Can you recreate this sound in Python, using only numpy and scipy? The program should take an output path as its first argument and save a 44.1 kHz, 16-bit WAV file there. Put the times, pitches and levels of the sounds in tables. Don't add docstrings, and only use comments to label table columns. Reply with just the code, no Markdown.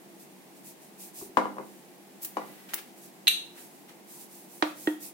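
import sys
import numpy as np
from scipy import signal
from scipy.fft import rfft, irfft, next_fast_len
from scipy.io import wavfile

SR = 44100
rng = np.random.default_rng(int(sys.argv[2]) if len(sys.argv) > 2 else 0)


def transcribe(signal):
    frames = np.atleast_2d(signal).T
    limited = np.clip(frames, -1, 1)
    pcm = np.round(limited * 32767).astype(np.int16)
    wavfile.write(sys.argv[1], SR, pcm)


N = 226537
TIME = np.arange(N) / SR

# start_s, boom_db, crack_db, rim_ring_db, contact_brightness_hz
BUMPS = [(4.6241, -9.5, -3, -8.5, 5040), (4.8727, -6, -11.5, -3, 2800)]


def from_db(db):
    return 10 ** (np.asarray(db) / 20)


def rms_one(x):
    return x / np.sqrt(np.mean(x ** 2) + 1e-20)


def at_hz(points, hz):
    table = np.array(points)
    return np.interp(np.log(hz + 1), np.log(table[:, 0]), table[:, 1])


def fade(t60):
    return np.exp(-np.log(1000) * TIME[:SR] / t60)


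def through(x, response):
    return signal.fftconvolve(np.atleast_2d(x), np.atleast_2d(response), axes=1)[:, :N]


def butter(x, hz, kind, order=2):
    sections = signal.butter(order, np.minimum(hz, SR / 2 - 1), kind, fs=SR, output="sos")
    return signal.sosfilt(sections, x + 1e-18)


def noise(spectrum, count=N):
    # frequency_hz, correlation
    likeness = [(50, .6), (200, 0), (350, 0.83), (700, 0.3), (1400, 0), (15000, 0.0099)]
    size = next_fast_len(count)
    hz = np.arange(size // 2 + 1) * SR / size
    mid, side = rfft(rng.standard_normal((2, size)))
    alike = np.clip(at_hz(likeness, hz), -1, 1)
    both = np.sqrt(1 + alike) * mid + np.sqrt(1 - alike) * side * [[1], [-1]]
    coloured = both * from_db(at_hz(spectrum, hz))
    return rms_one(irfft(coloured, size)[:, :count])


def flicker(per_s, depth_db):
    steps = rng.standard_normal(N)
    wander = np.interp(TIME * per_s, np.arange(N), steps)
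    return rms_one(from_db(depth_db * wander))


def contacts(rows):
    force = np.zeros(N)
    for s, db, bright_hz in rows:
        click = np.zeros(N)
        click[round(s * SR)] = from_db(db)
        force += butter(click, bright_hz, "low")
    return force


def ringing(modes):
    response = 0
    for k, (hz, db, t60) in enumerate(modes):
        mode = np.sin(2 * np.pi * hz * TIME[:SR]) * fade(t60)
        response = response + (-1) ** k * from_db(db) * mode
    return response


def cracks(rows, spectrum, db, t60):
    out = np.zeros((2, N + SR))
    for s, strength_db, bright_hz in rows:
        burst = noise(spectrum, count=SR // 4) * fade(t60)[:SR // 4]
        burst = butter(burst, bright_hz, "low")
        at = round(s * SR)
        out[:, at:at + burst.shape[1]] += from_db(db + strength_db) * burst
    return out[:, :N]


def place(x, pan_db, lag_ms):
    left, right = np.broadcast_to(x, (2, N))
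    late = lag_ms / 1000
    left = np.interp(TIME - max(late, 0), TIME, left)
    right = np.interp(TIME + min(late, 0), TIME, right)
    return np.array([from_db(pan_db / 2) * left, from_db(-pan_db / 2) * right])


def kitchen(build_s=0.005):
    # frequency_hz, t60_s
    room_t60 = [(150, 0.6), (500, 0.45), (1000, 0.31), (4000, 0.41), (8000, 0.37), (14000, 0.23)]
    spectrum = rfft(noise([(100, 0), (10000, 0)], count=SR))
    hz = np.arange(SR // 2 + 1)
    edges = np.geomspace(140, SR / 2, 15)
    build_up = 1 - np.exp(-TIME[:SR] / build_s)
    tail = 0
    for low, high in zip(edges, edges[1:]):
        band = irfft(spectrum * ((hz >= low) & (hz < high)), SR)
        band = band * fade(at_hz(room_t60, np.sqrt(low * high))) * build_up
        tail = tail + rms_one(band) * np.sqrt(2 * (high - low)) / SR
    return tail


def room_noise(half_width_hz=9):
    # (per Hz, relative)
    air = [(15, -68), (25, -31), (91, -32.5), (107, -41.5), (170, -9), (248, -3), (342, -4.5), (542, -11.5),
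           (769, -8), (981, -14), (1320, -21), (1980, -18), (3130, -22.5), (14600, -33), (15800, -29.5)]
    # frequency_hz, rms_db
    drones = [(150, -71), (195, -62.5), (344, -63)]
    sound = from_db(-53.5) * noise(air)
    for hz, db in drones:
        band_hz = [hz - half_width_hz, hz + half_width_hz]
        sound = sound + from_db(db) * rms_one(butter(rng.standard_normal(N), band_hz, "band"))
    return sound


def rub_speed(start, length, peak_at=0.33):
    progress = np.interp(TIME, [start, start + peak_at * length, start + length], [0, .5, 1])
    return np.abs(np.sin(np.pi * progress))


def clothes(rest_db=-60, speed_power=1.4):
    # (per Hz, relative)
    cloth_spectrum = [(1470, -28), (2500, -6), (2960, -13.5), (3590, -9), (4320, -6.5), (8790, 1),
                      (15100, 0), (15800, -1.5)]
    # start_s, length_s, peak_db
    rubs = [(0.18, 0.097, -51.5), (0.543, 0.093, -58), (0.628, 0.13, -46.5), (0.795, 0.12, -54.5),
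            (0.969, 0.16, -44), (1.124, 0.19, -42), (1.59, 0.32, -58.5), (2.44, 0.11, -56.5),
            (2.945, 0.13, -54), (3.004, 0.12, -50), (3.539, 0.19, -49), (3.65, 0.28, -59),
            (4.053, 0.23, -47.5), (4.172, .12, -47), (4.264, 0.26, -50), (4.47, 0.21, -49.5),
            (4.59, 0.19, -50), (4.732, .27, -44.5), (4.992, 0.14, -40.5)]
    power = from_db(rest_db) ** 2
    for start, length, db in rubs:
        power = power + (from_db(db) * rub_speed(start, length) ** speed_power) ** 2
    rustle = np.sqrt(power) * noise(cloth_spectrum) * flicker(per_s=930, depth_db=1.0)
    return place(rustle, pan_db=-1.0, lag_ms=0)


def squeak(hz=1980, half_width_hz=14):
    # time_s, level_db
    level_points = [(2.2, -85), (2.3, -86), (2.42, -51.5), (2.55, -70), (2.72, -65), (2.85, -95)]
    s, db = np.transpose(level_points)
    band_hz = [hz - half_width_hz, hz + half_width_hz]
    tone = rms_one(butter(rng.standard_normal((2, N)), band_hz, "band"))
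    return from_db(np.interp(TIME, s, db)) * tone


def nudges(room):
    # start_s, strength_db, contact_brightness_hz
    touches = [(1.215, -15, 500), (1.222, 4.5, 496), (1.260, -4.5, 600), (1.293, -5, 500)]
    # frequency_hz, level_db, t60_s
    panel = [(91, -64, 0.072), (363, -35.5, 0.063), (410, -41.5, 0.038)]
    sound = through(contacts(touches), ringing(panel))
    return sound + from_db(-7) * through(sound, room)


def snaps(room):
    # peak_time_s, hiss_db, crunch_db, rise_s, fall_s
    swells = [(2.235, -32.5, -62, 0.014, 0.018), (2.2495, -30, -53, 0.0025, 0.0084),
              (2.56, -56, -57.5, 0.28, 0.27), (2.694, -57, -48, 0.0063, 0.041),
              (2.7369, -41, -26.5, 0.0014, 0.003), (2.742, -20, -35.5, 0.0018, 0.0043),
              (2.790, -57, -42.5, .015, 0.0098), (3.59, -68, -52, 0.041, 0.033),
              (3.897, -70, -51, 0.015, 0.022)]
    # (per Hz, relative)
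    hiss_spectrum = [(1500, -21), (4000, -13), (7000, -8), (12000, -2), (15500, 0)]
    crunch_spectrum = [(150, -7.5), (600, -4), (1700, 5), (3200, 2), (6000, -5.5), (12000, -7)]
    hiss, crunch = 0, 0
    for s, hiss_db, crunch_db, rise, fall in swells:
        swell = np.exp(-(np.minimum(TIME - s, 0) / rise) ** 2 - np.maximum(TIME - s, 0) / fall)
        hiss = hiss + from_db(hiss_db) * swell
        crunch = crunch + from_db(crunch_db) * swell
    sound = hiss * noise(hiss_spectrum) + crunch * noise(crunch_spectrum)
    sound = sound * flicker(per_s=450, depth_db=1.0)
    return place(sound, pan_db=1.0, lag_ms=0) + from_db(-8.5) * through(sound, room)


def thumps(contact_hz=400):
    # frequency_hz, level_db, t60_s
    top_modes = [(95, -41, .035)]
    hits = [(s, db, contact_hz) for s, db, _, _, _ in BUMPS]
    return through(contacts(hits), ringing(top_modes))


def bumps(room, boom_delay_s=0.0011, boom_hz=700, body_cut_hz=230, rim_cut_hz=420):
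    # frequency_hz, level_db, t60_s
    body_modes = [(306.4, -10, 0.19), (420, -13, 0.029), (327.7, -20, 0.19), (525, -29, 0.096),
                  (700, -46, 0.046)]
    rim_modes = [(912, -25, 0.055), (1889, -19.5, 0.047), (2030, -37, 0.063), (3250, -19, 0.021),
                 (3620, -35, 0.075)]
    tick_modes = [(1200, -7.5, 0.011), (2050, -16, 0.012), (4080, -13.5, 0.0071)]
    # (per Hz, relative)
    crack_spectrum = [(200, -6), (450, -1), (620, 16), (1400, -1.5), (2400, 2.5), (4200, -5), (5500, -7),
                      (7700, -9.5), (10000, -15)]
    crack_hits = [(s, db, hz) for s, _, db, _, hz in BUMPS]
    ring_hits = [(s, db, hz) for s, _, _, db, hz in BUMPS]
    boom_hits = [(s + boom_delay_s, db, boom_hz) for s, db, _, _, _ in BUMPS]
    crack = cracks(crack_hits, crack_spectrum, db=-14, t60=0.052)
    tick = through(contacts(crack_hits), ringing(tick_modes))
    ring = through(contacts(ring_hits), ringing(rim_modes))
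    rim = butter(crack + tick + ring, rim_cut_hz, "high")
    boom = butter(through(contacts(boom_hits), ringing(body_modes)), body_cut_hz, "high")
    near = place(rim, pan_db=-3.5, lag_ms=.47) + place(boom, pan_db=-2.2, lag_ms=.05)
    return near + from_db(-15) * through(boom, room) + from_db(-7.5) * through(rim, room)


def clink(room, lowest_hz=1300):
    # start_s, strength_db, contact_brightness_hz
    touches = [(3.2709, -1.5, 4415), (3.2781, -0.5, 6500), (3.2797, -2, 14300)]
    # frequency_hz, level_db, t60_s
    glass_modes = [(2354, -24, 0.034), (2737, -15, 0.059), (2790, -5.5, 0.0073), (2963, -29, .08),
                   (3250, -28.5, 0.069), (3900, -34.5, .08), (3830, -36, .08), (3940, -8, 0.0053),
                   (4113, -29, 0.19), (4000, -21.5, 0.21), (4200, -32, .12), (6460, -27, .05),
                   (8760, -33.5, .09), (12600, -16.5, 0.025), (12690, -20, 0.037)]
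    thud_modes = [(260, -45, 0.077)]
    # (per Hz, relative)
    crack_spectrum = [(1400, -11.5), (2800, 0.5), (4100, 13.5), (4900, -25), (6400, -0.5), (7600, -12),
                      (9000, 4), (10800, -7), (12900, 6), (14500, -16)]
    force = contacts(touches)
    sound = through(force, ringing(glass_modes)) + cracks(touches, crack_spectrum, db=-10.0, t60=0.044)
    sound = butter(sound, lowest_hz, "high") + through(force, ringing(thud_modes))
    near = place(sound, pan_db=0, lag_ms=.055)
    return near + from_db(-6) * through(sound, room)


def knocks(room):
    # start_s, strength_db, contact_brightness_hz
    blows = [(1.213, -34, 925), (1.3710, -3.5, 3470), (1.455, -19, 2010), (1.568, -25.5, 920),
             (1.583, -23.5, 2700), (1.598, -22.5, 590), (2.3694, -15.5, 4050)]
    # frequency_hz, level_db, t60_s
    wood_modes = [(204.7, -31.5, 0.34), (254.5, -26, 0.17), (304.7, -20.5, 0.12), (389, -22, 0.09),
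                  (490.7, -16.5, 0.071), (530, -37, 0.22), (714, -21, 0.074), (795, 0, 0.0098),
                  (1092, 0, 0.011), (960, -29, 0.21), (1390, -22.5, 0.041), (2080, -37, 0.089),
                  (2933, -31, .04)]
    # (per Hz, relative)
    crack_spectrum = [(160, -5.5), (700, 8.5), (1100, 3.5), (1550, -4.5), (2100, -1), (2550, -12),
                      (3800, -13), (6000, -10), (15000, -1.5)]
    # delay_s, level_db
    reflections = [(.0062, -22), (.0130, -10.5), (0.0209, -18)]
    sound = through(contacts(blows), ringing(wood_modes))
    sound = sound + cracks(blows, crack_spectrum, db=-8.5, t60=0.049)
    echoes = sum(from_db(db) * np.roll(sound, round(delay * SR), axis=1) for delay, db in reflections)
    near = place(sound + echoes, pan_db=4.0, lag_ms=-0.27)
    return near + from_db(-3.5) * through(sound, room)


def scene(low_cut_hz=130):
    room = kitchen()
    handled = knocks(room) + clink(room) + bumps(room) + snaps(room)
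    handled = butter(handled, low_cut_hz, "high")
    return handled + thumps() + nudges(room) + squeak() + clothes() + room_noise()


def record(dry, top=0.8, cutoff_hz=15950):
    rounded = top * np.tanh(dry / top)
    low_pass = signal.ellip(12, .1, 80, cutoff_hz, fs=SR, output="sos")
    return signal.sosfilt(low_pass, rounded)


dry = scene()
out = record(dry)
transcribe(out)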